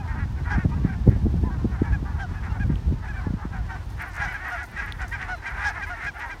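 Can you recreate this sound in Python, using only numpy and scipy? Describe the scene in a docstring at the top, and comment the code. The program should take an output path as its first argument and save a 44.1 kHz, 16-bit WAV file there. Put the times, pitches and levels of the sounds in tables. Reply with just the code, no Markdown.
"""A flock of geese yaps on open water: clear honks (harmonics shaped by the throat, raspy at the start)
stand out of the hoarse cackle of farther birds (random yaps over pulsed breath noise).
Gusty wind rumbles and flutters on the microphone as filtered noise; eddies thump it as falling tones.
Small waves wash and water splashes nearby (shaped noise), drops ring briefly, a small bird whistles faintly."""
import sys
import numpy as np
from scipy import signal
from scipy.fft import rfft, irfft, next_fast_len
from scipy.io import wavfile
from scipy.ndimage import uniform_filter1d

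SR = 44100
rng = np.random.default_rng(int(sys.argv[2]) if len(sys.argv) > 2 else 0)


def unload_audio(sound):
    """Save the sound as a 16-bit wav file, at the path given as the first command line argument."""
    columns = np.transpose(np.atleast_2d(sound))
    # keep every value between -1 and 1, then stretch to whole-number steps
    steps = np.round(np.clip(columns, -1, 1) * 32767)
    wavfile.write(sys.argv[1], SR, steps.astype(np.int16))


def amplitude_ratio(level_db):
    """Convert a level in decibels to the matching linear amplitude (field) ratio."""
    exponent = np.asarray(level_db, float) / 20
    return 10 ** exponent


N = 282240


def evened(x):
    """Scales to rms 1."""
    return x / np.sqrt(np.mean(x ** 2) + 1e-20)


def read(points, hz):
    """Reads a spectrum in dB on a log-frequency axis."""
    f, db = np.transpose(points)
    return np.interp(np.log(hz + 1), np.log(f + 1), db)


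def add(mix, s, sound):
    """Adds a sound at time s, cutting what falls outside the mix."""
    sound = sound[max(-round(s * SR), 0):]
    part = mix[max(round(s * SR), 0):][:len(sound)]
    part += sound[:len(part)]


def coloured(x, points):
    """Filters by a spectrum and scales to rms 1, so only the spectrum's shape counts."""
    size = next_fast_len(len(x))
    gain = amplitude_ratio(read(points, np.fft.rfftfreq(size, 1 / SR)))
    return evened(irfft(rfft(x, size) * gain, size)[:len(x)])


def noise(size=N):
    """White noise."""
    return rng.standard_normal(size)


def wobble(hz, size=N):
    """Slow chance of rms 1 that changes mostly below hz, drawn at 400 steps a second."""
    steps = noise(int(size / SR * 400) + 2)
    smooth = signal.filtfilt(*signal.butter(1, min(hz / 200, .9)), steps, padlen=0)
    return np.interp(np.arange(size) / SR * 400, np.arange(len(steps)), evened(smooth))


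def tone(hz):
    """Sine of a moving pitch."""
    return np.sin(2 * np.pi * np.cumsum(hz) / SR)


# resonance of goose throat and open bill: f/Hz, relative level/dB
THROAT_SPECTRUM = [(450, -32), (640, -13.5), (830, -4), (1190, -4), (1600, 4.5), (1950, 3), (2400, -7),
                   (3000, -22), (4300, -31), (5700, -28), (7240, -37.5), (10000, -55), (16000, -73)]
HOLLOW_EDGE = .5  # lift of the harmonics above the third, as a share of the third's loss in dB


def stack(hz, tilt_db, hollow_db):
    """Harmonics of a moving pitch, each weighted by the throat; turbulence breaks up the high ones."""
    k = np.arange(1, int(9000 / hz.max()) + 1)[:, None]
    tilt = tilt_db * np.log2(np.minimum(k * hz, 2600) / 1200)
    gain = amplitude_ratio(read(THROAT_SPECTRUM, k * hz) + tilt)
    upper = np.where(k > 3, amplitude_ratio(-HOLLOW_EDGE * hollow_db), 1)
    gain *= np.where(k == 3, amplitude_ratio(hollow_db), upper)
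    gain *= np.where(k * hz.max() > 3600, .8 + .6 * wobble(120, size=len(hz)), 1)
    return (gain * np.cos(k * 2 * np.pi * np.cumsum(hz) / SR)).sum(0)


# turbulent start of a honk: f/Hz, relative level/dB
RASP_SPECTRUM = [(700, -19), (1400, 1.5), (1950, 0), (2500, -7), (4000, -17.5), (5700, -28.5), (7500, -26),
                 (10000, -27), (16000, -74)]
GRUNT_BELOW_HZ = 500
# calls above the grunts and duller than this tilt (dB/octave) sound hollow: their third harmonic thins out
HOLLOW_BELOW_DB, HOLLOW_PER_DB, HOLLOW_MOST_DB = -2, 4, -20


def honk(length, hz, fall, db, tilt_db):
    """A raspy start, a short arch of pitch, then a droop that dulls as the bill closes (a rise brightens)."""
    u = np.linspace(0, 1, int(length * SR))
    droop = fall * np.clip((u - .3) / .7, 0, 1) ** 2.5
    hollow_db = np.clip(HOLLOW_PER_DB * (tilt_db - HOLLOW_BELOW_DB), HOLLOW_MOST_DB, 0)
    hollow_db = hollow_db * (hz > GRUNT_BELOW_HZ)
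    shake = .007 + .03 * (hz < 255)  # the lowest grunts are hoarse
    arch = 1 - .1 * np.clip(1 - u / .4, 0, 1) ** 2 - droop
    pitch = hz * arch * (1 + shake * wobble(124, size=len(u)))
    voice = evened(stack(pitch, tilt_db - 45 * droop, hollow_db))
    beat = 1 + 0.11 * wobble(130, size=len(u))  # the membranes beat unevenly
    swell = np.minimum(u / .25, 1) * np.minimum((1 - u) / .32, 1)
    rasp = coloured(noise(len(u)), RASP_SPECTRUM) * np.exp(-((u - .08) / 0.43) ** 2)
    rasp *= amplitude_ratio(-10 + .3 * tilt_db) * np.minimum(u / .12, 1)
    return amplitude_ratio(db) * (voice * beat * swell + rasp)


# hiss spectrum of a straining upper throat: f/Hz, relative level/dB
STRAIN_SPECTRUM = [(2200, -46), (3100, 2), (4200, -1), (5600, 6), (7000, -10), (10000, -23), (16000, -37)]
STRAIN_DB, STRAIN_PER_DB = -33, 1.4  # hiss against a honk at the pivot level; extra dB per dB above it
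FALL_PIVOT_DB = -38


def strain(length, db):
    """The hardest honks strain and hiss in the upper throat."""
    size = int(length * SR)
    hiss = coloured(noise(size), STRAIN_SPECTRUM) * np.hanning(size) ** .5
    return amplitude_ratio(db + STRAIN_DB + STRAIN_PER_DB * (db - FALL_PIVOT_DB)) * hiss


SQUEAK_HZ, SQUEAK_S = 1950, .03


def squeak(db):
    """Short upward-gliding squeak with an unsteady pitch."""
    u = np.linspace(-1, 1, int(SQUEAK_S * SR))
    pitch = SQUEAK_HZ * (1 + .04 * u + .03 * wobble(150, size=len(u)))
    return amplitude_ratio(db) * (1 - u ** 2) * tone(pitch)


def water_echoes(calls):
    """Faint scatter of echoes off the water: decaying noise from 4 ms after the call."""
    t = np.arange(SR // 5) / SR
    scatter = noise(len(t)) * amplitude_ratio(-60 * t / 0.013) * (t > .004)
    return amplitude_ratio(-11) * signal.oaconvolve(calls, scatter / np.linalg.norm(scatter))[:N]


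# pitch droop as a share of pitch: larger for loud calls, smaller for bright ones, fixed for grunts
FALL_SHARE, FALL_PER_DB, GRUNT_FALL_SHARE = .15, .007, .13
YELP_RISE, YELP_TILT_DB = .2, -4  # share of pitch; dB/octave
# clear honks and, at 2520 Hz, the third harmonic of the opening honk:
# start t/s, length t/s, pitch f/Hz, level/dB, brightness in dB/octave
CLEAR_HONKS = [(-.04, 0.08, 835, -40, -20), (-.04, 0.075, 2520, -51, 0), (.035, .15, 905, -46, -25),
               (.07, 0.075, 270, -41, -1.5), (.175, 0.085, 283, -40, -1), (.45, 0.06, 482, -40, -6),
               (.496, .075, 825.7, -30.5, -5), (.57, 0.085, 372, -40, 1), (.711, 0.0398, 955, -38.5, -25),
               (.731, 0.144, 1143, -52.5, -17), (.838, 0.14, 791, -49.5, 2.5),
               (1.093, 0.094, 278.8, -50.5, 2.5), (1.437, 0.0763, 1024, -40, -24),
               (1.497, 0.062, 806, -47, -4.5), (1.756, 0.0702, 787.7, -47.5, -9.5),
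               (1.828, 0.042, 877, -41.5, -11), (1.835, .075, 574, -45, 4), (1.838, 0.084, 954, -44.5, -20),
               (1.918, 0.0537, 840.3, -37, -1), (2.045, 0.063, 1165, -50, -21),
               (2.05, 0.098, 870, -49, -7.5), (2.188, 0.072, 800, -32.5, -7), (2.342, 0.07, 854, -45.5, 2),
               (2.422, 0.07, 236, -43, 5), (2.485, .05, 2760, -57, 0), (2.594, 0.0577, 831.1, -36.5, 0.5),
               (3.029, 0.066, 764, -45.5, -10.5), (3.073, 0.059, 846.8, -38.5, 1.5),
               (3.131, 0.046, 596, -43.5, 2.5), (3.155, 0.0592, 781.8, -39, -1.5),
               (3.235, 0.0693, 874, -42, -12.5), (3.377, 0.1, 301.3, -48.5, -11.5),
               (3.532, 0.0862, 761.8, -43, -11.5), (3.684, 0.0893, 923, -46, -14.5),
               (3.694, 0.0758, 774.3, -37.5, -6.5), (3.99, .07, 236, -35, 4),
               (4.013, 0.0476, 732.8, -39.5, -1), (4.151, 0.1, 716.4, -43, -4.5),
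               (4.203, .075, 827.6, -29, -4), (4.263, 0.085, 1003, -38, 7),
               (4.275, 0.0655, 765.5, -35.5, -0.5), (4.335, .047, 822, -34, 2),
               (4.385, 0.1274, 375.2, -40, -6.5), (4.44, .082, 641.3, -36.5, 0),
               (4.503, 0.07, 728, -33.5, -5), (4.545, 0.1145, 839.6, -42, -3.5),
               (4.592, 0.0669, 745, -39.5, -2.5), (4.747, 0.1061, 656, -39, 5.5),
               (4.769, .055, 819.5, -32.5, 4.5), (4.996, 0.0721, 760, -37.5, -4),
               (5.001, 0.0575, 492, -41, 7), (5.121, 0.051, 803.9, -32, 5),
               (5.183, 0.0994, 380, -38.5, -4.5), (5.211, 0.034, 236.6, -38.5, 22),
               (5.278, .09, 742.6, -32, -3.5), (5.455, 0.047, 803.3, -31, 5.5),
               (5.57, 0.0895, 403.3, -35, -2), (5.636, 0.078, 838, -26, -2.5),
               (5.744, 0.05, 360.1, -36, -3), (5.817, 0.0444, 805, -32, 6), (5.86, .06, 425, -40, 3),
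               (5.887, .07, 728, -35.5, -5), (6.009, 0.0898, 720.4, -39, -1),
               (6.011, 0.0825, 387, -40.5, -2), (6.059, .05, 832.6, -30.5, 6.5),
               (6.151, 0.131, 827.2, -43, -5), (6.19, .075, 250, -35, 5), (6.301, 0.049, 808, -35, 6.5)]
# yelps that glide upward: start t/s, length t/s, pitch before the final rise f/Hz, level/dB
RISING_YELPS = [(.708, .05, 1220, -45), (5.862, .055, 1010, -40), (6.143, .04, 700, -40)]


def honks():
    """Clear honks and rising yelps, with strain, squeaks and echoes."""
    out = np.zeros(N)
    for s, length, hz, db, tilt_db in CLEAR_HONKS:
        fall = max(FALL_SHARE + FALL_PER_DB * (db - FALL_PIVOT_DB - max(tilt_db, 0)), 0)
        if hz < GRUNT_BELOW_HZ:
            fall = GRUNT_FALL_SHARE
        add(out, s, honk(length, hz, fall, db, tilt_db))
        add(out, s, strain(length, db))
        if tilt_db > 4 and 780 < hz < 900:  # one bright goose opens its honks with a squeak
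            add(out, s - SQUEAK_S / 3, squeak(db))
    for s, length, hz, db in RISING_YELPS:
        add(out, s, honk(length, hz, -YELP_RISE, db, YELP_TILT_DB))
    return out + water_echoes(out)


def farther_yaps():
    """Overlapping random yaps at full, half or third pitch, as each, every second or third beat is stressed."""
    out = np.zeros(N)
    for when, long, pitch, low, droop, loud in rng.random((330, 6)):
        hz = (660 + 360 * pitch) / (1 + int(3 * low ** 0.5))
        add(out, when * N / SR, honk(.04 + .05 * long, hz, .07 + .14 * droop, 4 * loud, 0))
    return out


def hoarse_breath():
    """Throat-coloured noise that pulses at an unsteady pitch near 240 Hz."""
    turns = np.cumsum(240 * (1 + 0.13 * wobble(2.8) + 0.058 * wobble(170))) / SR
    return coloured(noise() * (1.3 + np.exp(-(turns % 1) / 1.1)), THROAT_SPECTRUM)


def levelled(x):
    """Evens out slow swells: the flock keeps its level."""
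    return x / np.sqrt(uniform_filter1d(x ** 2, 2500) + 0.44 * np.mean(x ** 2))


# a bout arches to its middle (dB) and fades in and out past its ends (dB/s)
BOUT_ARCH_DB, BOUT_EDGE_DB_PER_S = 13, 157
MURMUR_DB, MURMUR_TILT_DB = -53.5, -12  # the flock between bouts: level, brightness
# bouts of hoarse cackle: start t/s, length t/s, level/dB, brightness (above against below 1200 Hz)/dB
CACKLE_BOUTS = [(0.0, 0.13, -46.5, -31), (0.078, 0.17, -38, -16), (0.347, 0.094, -44, -8),
                (0.452, 0.16, -30.5, -10.5), (0.564, 0.14, -46, 3), (0.707, 0.098, -46, -8),
                (0.83, 0.14, -37.5, -8), (1.068, 0.082, -46.5, 4), (1.374, 0.29, -45.5, -27),
                (1.7, 0.12, -39, -16), (1.78, 0.19, -40.5, -12), (1.978, 0.186, -43, -24),
                (2.13, 0.13, -40.5, -21), (2.27, 0.14, -42.5, -18), (2.398, 0.14, -43, -23),
                (2.487, 0.14, -40, -19), (2.661, 0.12, -44.5, -8), (3.012, 0.08, -38, -8.5),
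                (3.088, 0.25, -42.5, -19), (3.367, 0.11, -41, -25), (3.507, 0.092, -37.5, -11),
                (3.681, 0.098, -32.5, -11.5), (3.958, 0.18, -35, -7.5), (4.147, 0.15, -27.5, -2.5),
                (4.267, 0.17, -36, 0.5), (4.405, 0.17, -31, -5.5), (4.532, 0.11, -31.5, 0.5),
                (4.731, 0.21, -32.5, 1.5), (4.976, 0.081, -33, -4.5), (5.092, 0.098, -33.5, -7),
                (5.163, 0.12, -35.5, 5), (5.227, 0.13, -36, -13), (5.414, 0.15, -32.5, -3),
                (5.532, 0.22, -27.5, -5), (5.735, 0.14, -31, -5), (5.84, 0.23, -36.5, -2),
                (5.973, 0.12, -38, 15), (6.14, 0.21, -32.5, -9)]


def bouts():
    """Level and brightness of the cackle: every bout arches and fades over a low murmur."""
    t = np.arange(0, N, 32) / SR
    start, length, db, tilt_db = np.transpose(CACKLE_BOUTS)[:, :, None]
    off = abs(t - start - length / 2) / (length / 2)  # 0 in the middle, 1 at the ends
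    arch_db = BOUT_ARCH_DB * np.minimum(off, 1) ** 2
    edge_db = BOUT_EDGE_DB_PER_S * np.maximum(off - 1, 0) * length / 2
    power = amplitude_ratio(db - arch_db - edge_db) ** 2
    murmur = amplitude_ratio(MURMUR_DB) ** 2
    total = power.sum(0) + murmur
    bright_db = ((power * tilt_db).sum(0) + murmur * MURMUR_TILT_DB) / total
    return [np.interp(np.arange(N) / SR, t, x) for x in (np.sqrt(total), bright_db)]


CACKLE_TREBLE_DB = -10  # breath hiss above 3000 Hz at brightness 0


def cackle():
    """Farther birds overlap: yaps over hoarse breath, each bout with its own level and brightness."""
    breath = hoarse_breath()
    sound = levelled(levelled(farther_yaps()) + amplitude_ratio(-14) * breath)
    low = signal.sosfiltfilt(signal.butter(3, 1200, fs=SR, output="sos"), sound)
    hiss = signal.sosfiltfilt(signal.butter(3, 3000, "high", fs=SR, output="sos"), breath)
    level, tilt_db = bouts()
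    balanced = low * amplitude_ratio(-.5 * tilt_db) + (sound - low) * amplitude_ratio(.5 * tilt_db)
    return level * (balanced + hiss * amplitude_ratio(CACKLE_TREBLE_DB + tilt_db))


GUSTY_DB, EDDY_LIFT_DB, EDDY_S = 1.5, 3, 0.013  # chance swings; swell round each strong eddy and its width
# wind at the microphone: t/s, strength level/dB
GUST_CURVE = [(0.0, -33), (0.19, -25), (0.5, -28.5), (0.59, -19), (0.62, -39), (0.66, -17.5), (0.69, -26.5),
              (1.05, -25.5), (1.09, -16), (1.21, -28), (1.26, -21.5), (2.46, -29), (2.69, -22), (2.79, -26),
              (2.9, -20.5), (3.0, -33), (3.23, -30), (3.28, -29), (3.58, -29.5), (4.39, -34.5),
              (4.53, -41.5), (4.65, -35), (5.11, -32.5), (5.47, -40), (5.51, -33), (5.63, -37),
              (6.4, -40.5)]


def gust_strength():
    """Wind strength in dB: the gusts with chance swings, swelling round each strong eddy."""
    clock = np.arange(N) / SR
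    swell = sum(amplitude_ratio(db) * np.exp(-((clock - s - EDDY_S / 2) / EDDY_S) ** 2) for s, db, _ in EDDY_THUMPS)
    gust_db = np.interp(clock, *np.transpose(GUST_CURVE))
    return gust_db + GUSTY_DB * wobble(4.4) + EDDY_LIFT_DB * np.tanh(4 * swell)


CALM_DB = -28.5  # strength of a calm wind
# level at calm against CALM_DB, in dB, and growth in dB per dB of gust: flutter grows fastest, deep least
RUMBLE_DB, RUMBLE_GROWTH = -1.5, 1
DEEP_DB, DEEP_GROWTH = -11.5, 0.48
FLUTTER_DB, FLUTTER_GROWTH = -12, 1.63
# rumble: f/Hz, relative level/dB
RUMBLE_SPECTRUM = [(15, -48), (25, -21), (40, -5), (60, 3.5), (90, 0), (140, -12.5), (250, -23.5),
                   (500, -72.5)]
# deepest rumble: f/Hz, relative level/dB
DEEP_SPECTRUM = [(15, -46), (25, -32), (38, 2), (55, -0.5), (80, -38), (200, -77)]
# flutter: f/Hz, relative level/dB
FLUTTER_SPECTRUM = [(40, -23), (90, -4.5), (130, 3), (240, -7.5), (390, -19), (640, -30.5), (1000, -40.5),
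                    (2000, -94)]


def wind_noise():
    """Wind turbulence on the microphone: rumble, deep rumble and lumpy flutter follow the gusts."""
    above_calm_db = gust_strength() - CALM_DB
    rumble = coloured(noise() * amplitude_ratio(2.4 * wobble(36)), RUMBLE_SPECTRUM)
    deep = coloured(noise(), DEEP_SPECTRUM)
    lumps = amplitude_ratio(9 * np.tanh(.6 * wobble(35)))
    flutter = coloured(noise() * lumps, FLUTTER_SPECTRUM)
    out = rumble * amplitude_ratio(CALM_DB + RUMBLE_DB + RUMBLE_GROWTH * above_calm_db)
    out += deep * amplitude_ratio(CALM_DB + DEEP_DB + DEEP_GROWTH * above_calm_db)
    return out + flutter * amplitude_ratio(CALM_DB + FLUTTER_DB + FLUTTER_GROWTH * above_calm_db)


CRACK_DB, CRACK_S = -18.5, 0.005  # against its thump; decay time
# ragged edge of a thump: f/Hz, relative level/dB
CRACK_SPECTRUM = [(150, -28), (350, -2.5), (700, -9), (1100, -28), (3000, -73)]
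# eddies that thump the microphone port: t/s, level/dB before shaping, sharpness (extra pitch at the start) f/Hz
EDDY_THUMPS = [(0.578, -14.5, 299), (0.648, -7.5, 455), (0.76, -15, 247), (0.845, -8, 308),
               (1.067, -15, 454), (1.074, -1.5, 391), (1.16, -14, 328), (1.254, -14, 455),
               (1.263, -9.5, 526), (1.338, -15, 336), (1.434, -13.5, 482), (1.47, -11.5, 199),
               (1.643, -8.5, 500), (1.651, -9, 413), (1.816, -5, 392), (1.918, -18, 258), (2.024, -18, 298),
               (2.697, -13.5, 296), (2.92, -17.5, 372), (3.266, -13, 297), (3.302, -13.5, 241),
               (3.335, -11.5, 373), (3.45, -15, 407)]


def thumps():
    """Each strong eddy is a sharp push that slows as the eddy passes, with a ragged noisy edge."""
    out = np.zeros(N)
    t = np.arange(1500) / SR
    shape = np.minimum(t / 0.0053, 1) ** 2 * np.exp(-np.maximum(t - .004, 0) / 0.0066) * (1 - t / t[-1])
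    for s, db, sharp_hz in EDDY_THUMPS:
        sign, speed = rng.random(2)
        hz = 75 + 30 * speed + sharp_hz * np.exp(-t / 0.00446)
        hz = hz * amplitude_ratio(1.42 * wobble(107, size=len(t)))
        add(out, s, amplitude_ratio(db) * np.sign(sign - .3) * shape * tone(hz))
        edge = coloured(noise(len(t)), CRACK_SPECTRUM) * np.minimum(t / 0.0047, 1) * np.exp(-t / CRACK_S)
        add(out, s, amplitude_ratio(db + CRACK_DB) * edge)
    return out


# spray: f/Hz, relative level/dB
SPRAY_SPECTRUM = [(2000, -29.5), (5000, 4), (8000, -1), (10600, 1.5), (12500, -1), (15700, -10)]
# nearby splashes: t/s, level/dB before a common 20.5 dB cut, lift above 10 kHz/dB
SPLASH_TIMES = [(3.895, -37, -2), (4.1086, -35, -13.5), (4.141, -30, -8), (4.3211, -39, 13.5),
                (4.497, -32, -5), (4.6274, -32.5, -5.5), (5.012, -30.5, -18), (5.079, -32, -2),
                (5.22, -42, -9), (5.665, -26.5, -16), (6.04, -38, -8), (6.2577, -45, 8)]


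def splashes():
    """Bursts of grainy spray: uneven noise with a fast start and a rounded decay."""
    out = np.zeros(N)
    t = np.arange(4000) / SR
    for s, db, lift_db in SPLASH_TIMES:
        grains = noise(len(t)) * amplitude_ratio(6.8 * wobble(190, size=len(t)))
        spray = [(hz, level + lift_db * (hz > 10000)) for hz, level in SPRAY_SPECTRUM]
        shape = np.minimum(t / 0.0013, 1) * np.exp(-(t / 0.03) ** 2)
        add(out, s, amplitude_ratio(db - 20.5) * coloured(grains, spray) * shape)
    return out


# single drops nearby: t/s, level/dB before shaping, f/Hz
DROP_RINGS = [(2.757, -27, 3000), (4.4854, -33, 12500), (4.8621, -39, 12500), (4.8621, -41, 9000),
              (4.923, -17.5, 3500), (4.924, -33, 9400), (5.0807, -34.5, 6300)]


def drops():
    """Single drops: very short, slightly noisy rings."""
    out = np.zeros(N)
    t = np.arange(300) / SR
    for s, db, hz in DROP_RINGS:
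        ring = np.sin(2 * np.pi * hz * t) + .14 * noise(len(t))
        add(out, s, amplitude_ratio(db) * ring * np.minimum(t / .0003, 1) * np.exp(-t / .0006))
    return out


WASH_DB = -49
# wash of small waves: f/Hz, relative level/dB
WASH_SPECTRUM = [(150, -15.5), (300, -2.5), (550, -10.5), (900, -5), (1600, -18), (2690, -19),
                 (5790, -24.5), (7500, -31), (9500, -34), (10600, -40), (12000, -36), (15700, -45)]


def wash():
    """Small waves: unsteady noise with a fine fizz of random clicks, about 2500 a second."""
    fizz = amplitude_ratio(4.0 * np.minimum(rng.exponential(1, N), 4))
    fizz = fizz * (rng.random(N) < 2500 / SR) * rng.choice([-1, 1], N)
    waves = noise() * amplitude_ratio(1.0 * wobble(23.0))
    return amplitude_ratio(WASH_DB) * coloured(waves + .5 * evened(fizz), WASH_SPECTRUM)


STIR_START_S, STIR_RISE_S, STIR_DB = 3.495, 0.46, -73
# hiss of stirred water: f/Hz, relative level/dB
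STIR_SPECTRUM = [(3000, -30.5), (7000, -12), (9500, 11), (10500, -1), (12000, 7), (16000, -2)]


def stirred_water():
    """A fine flickering hiss of stirred water sets in with the splashing."""
    rise = np.clip((np.arange(N) / SR - STIR_START_S) / STIR_RISE_S, 0, 1)
    return rise * amplitude_ratio(STIR_DB + 5.7 * wobble(25)) * coloured(noise(), STIR_SPECTRUM)


# small bird: t/s, f/Hz, level/dB
WHISTLE_GLIDE = [(5.28, 4100, -72), (5.3, 4170, -57), (5.34, 4100, -57), (5.39, 4040, -58),
                 (5.44, 3800, -70)]


def whistle():
    """A faint thin whistle of a small shore bird: one gliding sine."""
    out = np.zeros(N)
    s, hz, db = np.transpose(WHISTLE_GLIDE)
    t = np.arange(s[0], s[-1], 1 / SR)
    add(out, s[0], amplitude_ratio(np.interp(t, s, db)) * tone(np.interp(t, s, hz)))
    return out


def scene():
    """All sources at one microphone."""
    geese = honks() + cackle()
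    wind = wind_noise() + thumps()
    water = splashes() + drops() + wash() + stirred_water()
    return (geese + wind + water + whistle())[None]


def band_limit(x):
    """A steep low-pass at the top of the band."""
    return signal.sosfilt(signal.butter(12, 16340, fs=SR, output="sos"), x)


def record(dry):
    """Takes the microphone signal as the finished mix and returns it as heard."""
    return band_limit(dry)


dry = scene()
out = record(dry)
unload_audio(out)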